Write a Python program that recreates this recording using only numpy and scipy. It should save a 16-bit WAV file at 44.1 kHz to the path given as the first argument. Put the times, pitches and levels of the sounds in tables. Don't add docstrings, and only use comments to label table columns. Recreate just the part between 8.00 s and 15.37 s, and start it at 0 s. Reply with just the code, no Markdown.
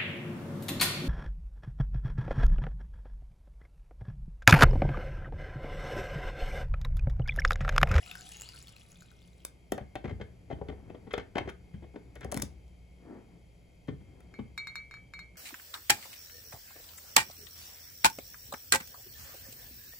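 import sys
import numpy as np
from scipy import signal
from scipy.fft import rfft, irfft, next_fast_len
from scipy.io import wavfile

SR = 44100
rng = np.random.default_rng(int(sys.argv[2]) if len(sys.argv) > 2 else 0)


def voltage_ratio(level):
    return 10 ** (np.asarray(level, float) / 20)


def dump(signal):
    limited = np.clip(np.atleast_2d(signal).T, -1, 1)
    pcm = np.round(limited * 32767).astype(np.int16)
    wavfile.write(sys.argv[1], SR, pcm)


N = 325017


def rms_one(x):
    return x / np.sqrt(np.mean(x ** 2) + 1e-20)


def in_time(rows):
    s, *columns = np.transpose(rows)
    t = np.arange(N) / SR
    running = s[0] < .02
    gate = np.clip(np.minimum(t - s[0] + running, s[-1] - t) / .05, 0, 1)
    return [gate] + [np.interp(t, s, c) for c in columns]


def at_hz(points, hz, column=1):
    points = np.array(points)
    return np.interp(np.log(hz + 1), np.log(points[:, 0]), points[:, column])


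def drift(rate_hz):
    r = np.exp(-80 * np.pi * rate_hz / SR)
    slow = signal.lfilter([1], [1, -2 * r, r * r], rng.standard_normal(N // 40 + 2002))[2000:]
    return np.interp(np.arange(N) / 40, np.arange(len(slow)), rms_one(slow))


def ring(force, hz, t60):
    r, w = voltage_ratio(-60 / (t60 * SR)), 2 * np.pi * hz / SR
    return signal.lfilter([0, np.sin(w)], [1, -2 * r * np.cos(w), r * r], force + 1e-18)


def softer(x, cut_hz):
    return signal.sosfilt(signal.butter(2, cut_hz, fs=SR, output="sos"), x)


def without_bass(x, cut_hz, order=2):
    return signal.sosfilt(signal.butter(order, cut_hz, "high", fs=SR, output="sos"), x)


def shaped(spectrum, alike=None):
    size = next_fast_len(N)
    mid, side = rfft(rng.standard_normal((2, size)))
    hz = np.arange(len(mid)) * SR / size
    like = 1 if alike is None else np.clip(at_hz(alike, hz), 0, 1)
    pair = np.sqrt(1 + like) * mid + np.sqrt(1 - like) * side * [[1], [-1]]
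    return rms_one(irfft(pair * voltage_ratio(at_hz(spectrum, hz)), size)[:, :N])


def ports(x, toward):
    size = next_fast_len(N + 4096)
    hz = np.arange(size // 2 + 1) * SR / size
    half = voltage_ratio(at_hz(toward, hz) / 2) * np.exp(-.5j * at_hz(toward, hz, column=2))
    pair = np.array([half, 1 / half]) * 2 / (abs(half) + 1 / abs(half))
    return irfft(rfft(x, size) * pair, size)[:, :N]


# f/Hz, relative level/dB
AIR_COLOUR = [(12, -59), (20, -44), (43, -11), (65, -13), (124, -12.5), (195, -17.5), (393, -20),
              (729, -24.5), (1050, -35.5), (1740, -40.5), (2180, -28), (2730, -37), (4000, -42),
              (6900, -42), (10000, -39.5), (15600, -56.5), (16400, -98)]
# f/Hz, likeness 0 to 1
AIR_LIKENESS = [(60, 0.82), (150, 0.48), (380, 0.71), (950, 0.092), (2400, 0.2), (6000, 0.8), (9000, 0.19)]
# multiple, level/dB
COMPRESSOR_BUZZ = [(1, -65), (36, -86), (37, -84), (40, -91), (42, -89), (43, -93), (44, -94), (53, -91),
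                   (54, -90), (56, -95), (79, -96), (115, -98)]
# f/Hz, width/Hz, level/dB
FRIDGE_HUM = [(62.8, 25, -63.5), (120.4, 39, -63.5), (176.36, 7.7, -65), (2240, 120, -99),
              (3208, 55, -86.5), (4620, 90, -87.5)]


def room_tone():
    motor_hz = 58.93
    out = voltage_ratio(-62.5 + 0.13 * drift(9.7)) * shaped(AIR_COLOUR, AIR_LIKENESS)
    for multiple, db in COMPRESSOR_BUZZ:
        phase = 2 * np.pi * (multiple * motor_hz * np.arange(N) / SR + rng.random())
        out += voltage_ratio(db + 4.0 * drift(1.5)) * np.sqrt(2) * np.sin(phase)
    for hz, width_hz, db in FRIDGE_HUM:
        white = rng.standard_normal(N) + 0.25 * rng.standard_normal((2, N))
        out += voltage_ratio(db) * rms_one(ring(white, hz, 4.9 / width_hz))
    return out


def kitchen(x):
    t60_s, treble_t60_s, wall_cut_hz = 0.24, 0.12, 3500
    t = np.arange(int(.5 * SR)) / SR
    noise = rng.standard_normal(len(t)) + 1.5 * rng.standard_normal((2, len(t)))
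    dull = signal.sosfilt(signal.butter(1, wall_cut_hz, fs=SR, output="sos"), noise)
    tail = dull * voltage_ratio(-60 * t / t60_s) + (noise - dull) * voltage_ratio(-60 * t / treble_t60_s)
    tail *= np.clip(t / .003 - .5, 0, 1)
    return signal.fftconvolve(x[None], tail / np.sqrt(np.sum(tail ** 2) / 2), axes=1)[:, :N]


# t/s, motion level/dB
MOTION = [
    [(1.5, -80), (2.05, -62), (2.45, -67), (2.78, -54), (3.37, -64.5), (3.55, -69), (4.2, -62), (4.29, -53),
     (4.8, -78.5)],
    [(5.75, -86), (6.096, -61), (6.55, -64)],
]
# f/Hz, relative level/dB
SWISH_COLOUR = [(110, -26), (180, -6), (205, -6.5), (345, -6), (501, -11.5), (566, -19.5), (697, -16),
                (1180, -28), (1800, -27.5), (2500, -43), (5500, -120)]
# t of peak/s, level/dB
BRUSHES = [(5.07, -60), (5.14, -49.5), (5.33, -62)]


def handling():
    swell_s, fade_s = 0.074, 0.073
    rumble_colour = [(30, -39), (50, 11), (90, 9.5), (200, -4.5), (320, -44.5), (700, -99)]
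    rumble = voltage_ratio(5.9 * drift(12.3)) * shaped(rumble_colour)[0]
    swish, t = shaped(SWISH_COLOUR)[0], np.arange(N) / SR
    passing = np.zeros(N)
    for s, db in BRUSHES:
        passing += voltage_ratio(db) * np.exp(-((t - s) / np.where(t < s, swell_s, fade_s)) ** 2)
    out = passing * voltage_ratio(0.5 * drift(60)) * swish
    moved = rumble + swish * voltage_ratio(-1.5 + 1.9 * drift(36))
    for rows in MOTION:
        gate, motion_db = in_time(rows)
        out += gate * voltage_ratio(motion_db) * moved
    return out


def struck(modes, times, length_s, level_db):
    t, out = np.arange(2048) / SR, np.zeros(N)
    shape = (len(times), len(t))
    slips = rng.standard_normal(shape) * voltage_ratio(2.33 * rng.standard_normal(shape))
    span = t / np.clip(length_s, .0002, .02) + np.zeros((len(times), 1))
    slips *= span ** 2 * np.exp(-4.0 * span)
    typical = np.sqrt(np.sum(slips ** 2, axis=1))
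    for k, (hz, db, t60) in enumerate(modes):
        felt = 1.08 * abs(slips @ np.exp(2j * np.pi * hz * t)) + .4 * typical
        force = np.zeros(N)
        for s, slip, gain in zip(times, slips, voltage_ratio(db + level_db[:, k]) / felt):
            force[round(s * SR):][:len(t)] += gain * slip
        out += ring(force, hz, t60)
    return out


# f/Hz, level/dB, t60/s
BELLY_MODES = [(70.3, -9, 1), (95.3, -6, 0.15), (142.7, 0, 0.09), (177.8, -11.5, 0.12)]
# f/Hz, level/dB, t60/s
WALL_MODES = [(275.5, -2.5, 0.037), (331, -12.5, 0.095), (412, 1, 0.063), (479, -8.5, 0.14),
              (607, 5.5, 0.02), (738, -5.5, 0.071), (1017, -15, 0.054)]
# f/Hz, level/dB, t60/s
CAP_MODES = [(1240, -24, 0.016), (1548, -3.5, 0.013), (1823, 4.5, 0.0067), (2049, 0, 0.011),
             (2500, -4.5, 0.0095), (3094, -4.5, 0.016), (3900, -40, 0.004)]


def contacts(s, rub_s, wall_db, belly_db, cap_db, wall_hz, wall_cut_hz):
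    favour_db = -20.0 * abs(np.log2(np.array(WALL_MODES)[:, 0] / wall_hz[:, None]))
    belly_scatter_db = rng.normal(-1.2, 0.28, (len(s), len(BELLY_MODES)))
    cap_scatter_db = 2.5 * rng.standard_normal((len(s), len(CAP_MODES)))
    wall = struck(WALL_MODES, s, rub_s, wall_db[:, None] - 2.5 + favour_db)
    belly = struck(BELLY_MODES, s, rub_s, belly_db[:, None] + belly_scatter_db)
    cap = struck(CAP_MODES, s, rub_s, cap_db[:, None] + cap_scatter_db)
    return softer(wall, wall_cut_hz) + softer(belly, 350) + softer(cap, 8700)


# t/s, wall level/dB, belly level/dB, cap level/dB, most excited wall f/Hz
BOTTLE_KNOCKS = [(1.719, -17.5, -27, -40, 412), (1.777, -22, -48, -42, 776), (1.805, -40, -34, -59, 486),
                 (1.953, -21, -64, -33, 755), (2.04, -27, -25, -43, 760), (2.051, -26.5, -47, -44, 390),
                 (2.074, -37, -32, -47.5, 471), (2.092, -31, -66, -43, 705), (2.106, -26.5, -33, -41, 334),
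                 (2.118, -35, -27, -70, 304), (2.196, -30.5, -66, -51, 296), (2.209, -29, -32, -37.5, 450),
                 (2.499, -26, -36, -48, 383), (2.508, -28, -54, -44.5, 610), (2.517, -37.5, -43, -57, 486),
                 (2.524, -22.5, -28, -42.5, 271), (2.582, -33.5, -51, -61, 313),
                 (2.611, -27, -34, -56.5, 450), (2.683, -23, -29.5, -39, 310),
                 (2.694, -24.5, -70, -42.5, 444), (2.719, -36, -68, -55, 487),
                 (2.896, -33.5, -52, -51, 476), (2.943, -31.5, -51, -54, 467), (3.067, -37, -60, -53, 400),
                 (3.105, -39, -48, -39, 281), (3.135, -17, -72, -24.5, 479),
                 (3.176, -23.5, -70, -31.5, 500), (3.193, -33.5, -62, -40.5, 423),
                 (3.353, -19.5, -43, -32.5, 383), (3.366, -19.5, -40, -35, 734),
                 (3.379, -18, -31, -25.5, 738), (3.405, -27.5, -37, -62, 440),
                 (3.452, -29.5, -38, -55, 290), (3.473, -26, -45, -42, 405), (3.485, -56, -55, -36, 412),
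                 (3.734, -48, -29, -52, 250), (3.821, -34.5, -47, -57, 270), (3.836, -38, -47, -56, 514),
                 (3.938, -32.5, -54, -65, 299), (3.956, -26, -41, -53, 364), (4.155, -35.5, -51, -46, 523),
                 (4.208, -38, -64, -44, 476), (4.226, -46, -37, -44, 478), (4.245, -27.5, -32.5, -47, 503),
                 (4.32, -22.5, -53, -41, 626), (4.343, -15, -62.5, -44, 233),
                 (4.366, -18.5, -28.5, -52, 260), (4.392, -28, -49, -60, 250), (4.427, -24, -39, -60, 272)]
# t/s, belly level/dB, wall over belly level/dB
COUNTER_LANDINGS = [(5.879, -21, 5.5), (5.918, -27, -35), (6.004, -37.5, -3), (6.385, -28.5, 4)]
# t/s, level/dB, most excited f/Hz
PLASTIC_CRACKLES = [(1.4494, -28.5, 5170), (1.7197, -17, 3100), (1.7774, -43, 3210), (1.954, -35.5, 2910),
                    (3.131, -36, 3300), (3.1784, -36, 2710), (3.3822, -32, 2560), (3.49, -42, 2800),
                    (3.494, -45, 3000), (3.498, -36.5, 3250), (4.154, -42, 2920), (4.208, -36, 2700),
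                    (4.245, -29.5, 2690), (4.316, -31, 5740), (4.3208, -24.5, 6500), (4.3427, -25.5, 6670),
                    (4.365, -30, 4760), (4.373, -19.5, 2870), (4.398, -25, 2560), (4.4193, -24, 6600),
                    (4.4218, -19, 6500), (4.6793, -56, 4600), (5.874, -53, 3150), (6.204, -42, 2500)]
# f/Hz, level/dB, t60/s
CRACKLE_MODES = [(930, -40, 0.002), (1860, -2, 0.0045), (3580, -20.5, 0.021), (4600, -17, 0.0014),
                 (6500, 8, 0.00086), (8620, 2.5, 0.009), (9740, 1, 0.0017), (13500, -12, .002)]


def bottle():
    s, wall_db, belly_db, cap_db, wall_hz = np.transpose(BOTTLE_KNOCKS)
    rub_s = 0.0098 * np.exp(-0.03 * (np.maximum(wall_db, cap_db) + 25.5))
    out = contacts(s, rub_s[:, None], wall_db, belly_db, cap_db, wall_hz, wall_cut_hz=1550)

    s, belly_db, over_db = np.transpose(COUNTER_LANDINGS)
    wall_db = belly_db + over_db
    landing = contacts(s, 0.016, wall_db, belly_db, cap_db=wall_db - 25,
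                       wall_hz=np.full(len(s), 260), wall_cut_hz=2700)
    out += without_bass(landing, 110)

    s, db, snap_hz = np.transpose(PLASTIC_CRACKLES)
    favour_db = -8.0 * abs(np.log2(np.array(CRACKLE_MODES)[:, 0] / snap_hz[:, None]))
    scatter_db = rng.normal(1.0, 1.0, (len(s), len(CRACKLE_MODES)))
    out += struck(CRACKLE_MODES, s, 0.0027, db[:, None] + favour_db + scatter_db)
    return without_bass(out, 55)


# t/s, level/dB, tick over ring level/dB
GLASS_TOUCHES = [(6.3404, -42.5, -5), (6.5777, -25, -10.5), (6.6713, -29, -9), (6.7557, -27, -9),
                 (6.9112, -36.5, -8), (6.9401, -36, -6), (6.972, -69, 17), (7.1371, -33, -8),
                 (7.1914, -32, -10.5), (7.357, -51, -6)]
# f/Hz, level/dB, t60/s
GLASS_MODES = [(2164, 0, .33), (2292, -2, .3), (3804, -13, .15), (4263, -10.5, .11), (5300, -25, .05),
               (5911, -25, .07), (6304, -23, .07), (7068, -23, .12), (7327, -27, .08), (7714, -24, .08),
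               (8600, -26, .05), (9650, -25, .04), (10500, -28, .05), (11560, -28, .05)]


def clinks():
    s, touch_db, tick_db = np.transpose(GLASS_TOUCHES)
    at, out = np.round(s * SR).astype(int), np.zeros(N)
    for hz, db, t60 in GLASS_MODES:
        clicks = np.zeros(N)
        upper_db = (3.5 + 0.57 * (touch_db + 30)) * (hz > 3000)
        clicks[at] = voltage_ratio(touch_db - 9.0 + db + upper_db + rng.normal(0, 1.5, len(at)))
        out += ring(clicks, hz, t60)
    clicks = np.zeros(N)
    clicks[at] = voltage_ratio(touch_db + tick_db + 5.0)
    clicks = softer(clicks, 3850)
    tick_modes = [(1310, -12.5, 0.018), (1683, 1.0, 0.0082), (5460, -9.5, 0.0069), (6950, -1.5, 0.019)]
    out += sum(voltage_ratio(db) * ring(clicks, hz, t60) for hz, db, t60 in tick_modes)
    return without_bass(out, 950, order=4)


# t/s, length/s, from f/Hz, to f/Hz, level/dB
AIR_POCKETS = [(0.0, 0.055, 1590, 2560, -56), (0.058, 0.17, 1325, 1510, -55),
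               (0.249, 0.046, 3010, 3540, -57), (0.31, 0.19, 6600, 7000, -56.5),
               (0.419, 0.045, 2500, 3470, -51), (0.431, 0.053, 4040, 4600, -54.5),
               (0.531, 0.039, 1417, 1474, -56.5)]


def gurgles():
    out, flutter = np.zeros(N), drift(150)
    for s, length, from_hz, to_hz, db in AIR_POCKETS:
        i, along = round(max(s, 0) * SR), np.linspace(0, 1, int(length * SR))
        tone = np.sin(2 * np.pi * np.cumsum(from_hz + (to_hz - from_hz) * along) / SR)
        swell = np.sqrt(np.sin(np.pi * along) + 1e-9)
        out[i:i + len(along)] += voltage_ratio(db) * (0.13 + flutter[i:i + len(along)]) * swell * tone
    return out


# t/s, splash level/dB, air column f/Hz
FLOW = [(0.0, -57, 718), (0.312, -54.5, 746), (0.5, -57.5, 1016), (0.7, -61.5, 1156), (1.198, -70.5, 1240),
        (1.5, -78, 1250)]
# f/Hz, relative level/dB
SPLASH_COLOUR = [(530, -44), (900, -18), (1390, -15.5), (2120, -14.5), (2600, -7), (2830, -3), (5550, -2),
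                 (7400, -3.5), (8660, 7), (10100, 1.5), (16000, -47)]
# t/s, level/dB, f/Hz
LOUD_BUBBLES = [(0.0616, -35.5, 2550), (0.1123, -34.5, 3540), (0.1136, -29, 2600), (0.1534, -32, 1540),
                (0.2093, -31.5, 7000), (0.2683, -39, 3430), (0.32, -32.5, 6600), (0.369, -32.5, 6500),
                (0.4102, -26.5, 7000), (0.4189, -24.5, 7470), (0.489, -31, 4760), (0.5345, -41, 4180),
                (0.5605, -36.5, 4300), (0.626, -36, 7150), (0.6716, -40, 3400), (0.682, -37.5, 4400),
                (0.7644, -43, 2580), (0.7645, -43, 4120), (0.9183, -39, 6800), (0.9574, -47.5, 3500),
                (1.0082, -40, 6950), (1.021, -45, 1480), (1.115, -49, 1460), (1.2181, -49.5, 3530),
                (1.282, -53, 3430), (1.332, -53.5, 3900), (1.4034, -52, 3130)]


def pour():
    gate, splash_db, air_hz = in_time(FLOW)
    air_db = splash_db - 9 - 16 * np.log2(air_hz / air_hz[0])

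    sizes = voltage_ratio(5.35 * np.minimum(rng.exponential(1, N), 5)) * rng.choice([-1, 1], N)
    born = rng.random((16, N)) < [330 * voltage_ratio(6.0 * drift(14)) / SR for k in range(16)]
    fizz = np.zeros(N)
    for k, hz in enumerate(np.geomspace(1300, 14000, 16)):
        fizz += voltage_ratio(at_hz(SPLASH_COLOUR, hz)) * ring(sizes * born[k], hz, 32.0 / hz)

    hiss_db = -6 + splash_db - splash_db[0] + 2.0 * drift(33)
    splash = voltage_ratio(1.0) * rms_one(fizz) + voltage_ratio(hiss_db) * shaped(SPLASH_COLOUR)[0]
    air = np.sin(2 * np.pi * np.cumsum(air_hz) / SR) * drift(45) * np.sqrt(2)
    out = gate * (voltage_ratio(splash_db) * splash + voltage_ratio(air_db) * air)

    for s, db, hz in LOUD_BUBBLES:
        t60 = 0.009 * (4000 / hz) ** .5
        t = np.arange(min(int(t60 * SR), 2048)) / SR
        pitch = hz * (1 + 2.5 * t)
        rise = 1 - np.exp(-t / 0.00034)
        grit = .5 * rng.standard_normal(len(t)) * np.exp(-t / 0.0085)
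        burst = np.sin(2 * np.pi * np.cumsum(pitch) / SR) + grit
        i = round(s * SR)
        out[i:i + len(t)] += voltage_ratio(db - 60 * t / t60) * rise * burst
    return out


# f/Hz, left over right level/dB, right lead/rad
GLASS_SIDE = [(200, -11, 0), (850, 7, -1.8), (1650, 7, -1.64), (3400, 4, -0.78), (6650, 3.5, 1)]
# f/Hz, left over right level/dB, right lead/rad
BOTTLE_SIDE = [(79, 4.5, -0.26), (395, 3.5, -0.76), (796, 11, -0.65), (1300, -1.5, -0.83), (1590, 2, -2.04),
               (2480, 8, 0.71), (4800, -1, 1.3), (7550, 39, 1.8)]
# f/Hz, left over right level/dB, right lead/rad
CLINK_SIDE = [(1200, 4, 1.52), (2390, -1, -0.85), (3820, 7, -1.9), (4470, 0, 2.6), (6430, 5, -3.5),
              (7940, 12, -4.5)]
# f/Hz, left over right level/dB, right lead/rad
ROOM_SIDE = [(202, 0.5, 0.11), (1200, 0, -1.42), (2400, 3.5, -0.29), (3400, 3.5, -0.98), (4700, 3.5, 1),
             (7000, 1, 1)]


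def scene():
    drink, plastic, glass = pour() + gurgles(), bottle() + handling(), clinks()
    direct = ports(drink, GLASS_SIDE) + ports(plastic, BOTTLE_SIDE) + ports(glass, CLINK_SIDE)
    reflected = voltage_ratio(-9) * kitchen(drink + plastic + glass)
    return direct + ports(reflected + room_tone(), ROOM_SIDE)


# f/Hz, left over right level/dB, right lead/rad
STEPPED_PHASE = [(7500, 0, 0), (8050, 0, 1.0), (8350, 0, np.pi), (9600, 0, np.pi), (9900, 0, 4.6),
                 (12200, 0, 7.3), (12450, 0, 3 * np.pi), (13800, 0, 3 * np.pi), (14100, 0, 11.3),
                 (16000, 0, 12.5)]


def step_phase(x):
    return ports(x, STEPPED_PHASE)


def roll_off(x):
    return signal.sosfilt(signal.butter(12, 17040, fs=SR, output="sos"), x)


def record(dry):
    size = next_fast_len(N)
    sides, hz = rfft(dry, size), np.arange(size // 2 + 1) * SR / size
    shared = np.clip((hz - 5800) / 1200, 0, .93)
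    blended = sides + shared * (np.mean(sides, axis=0) - sides)
    merged = irfft((hz < 16600) * blended, size)[:, :N]
    return roll_off(step_phase(merged))


dry = scene()
out = record(dry)
dump(out)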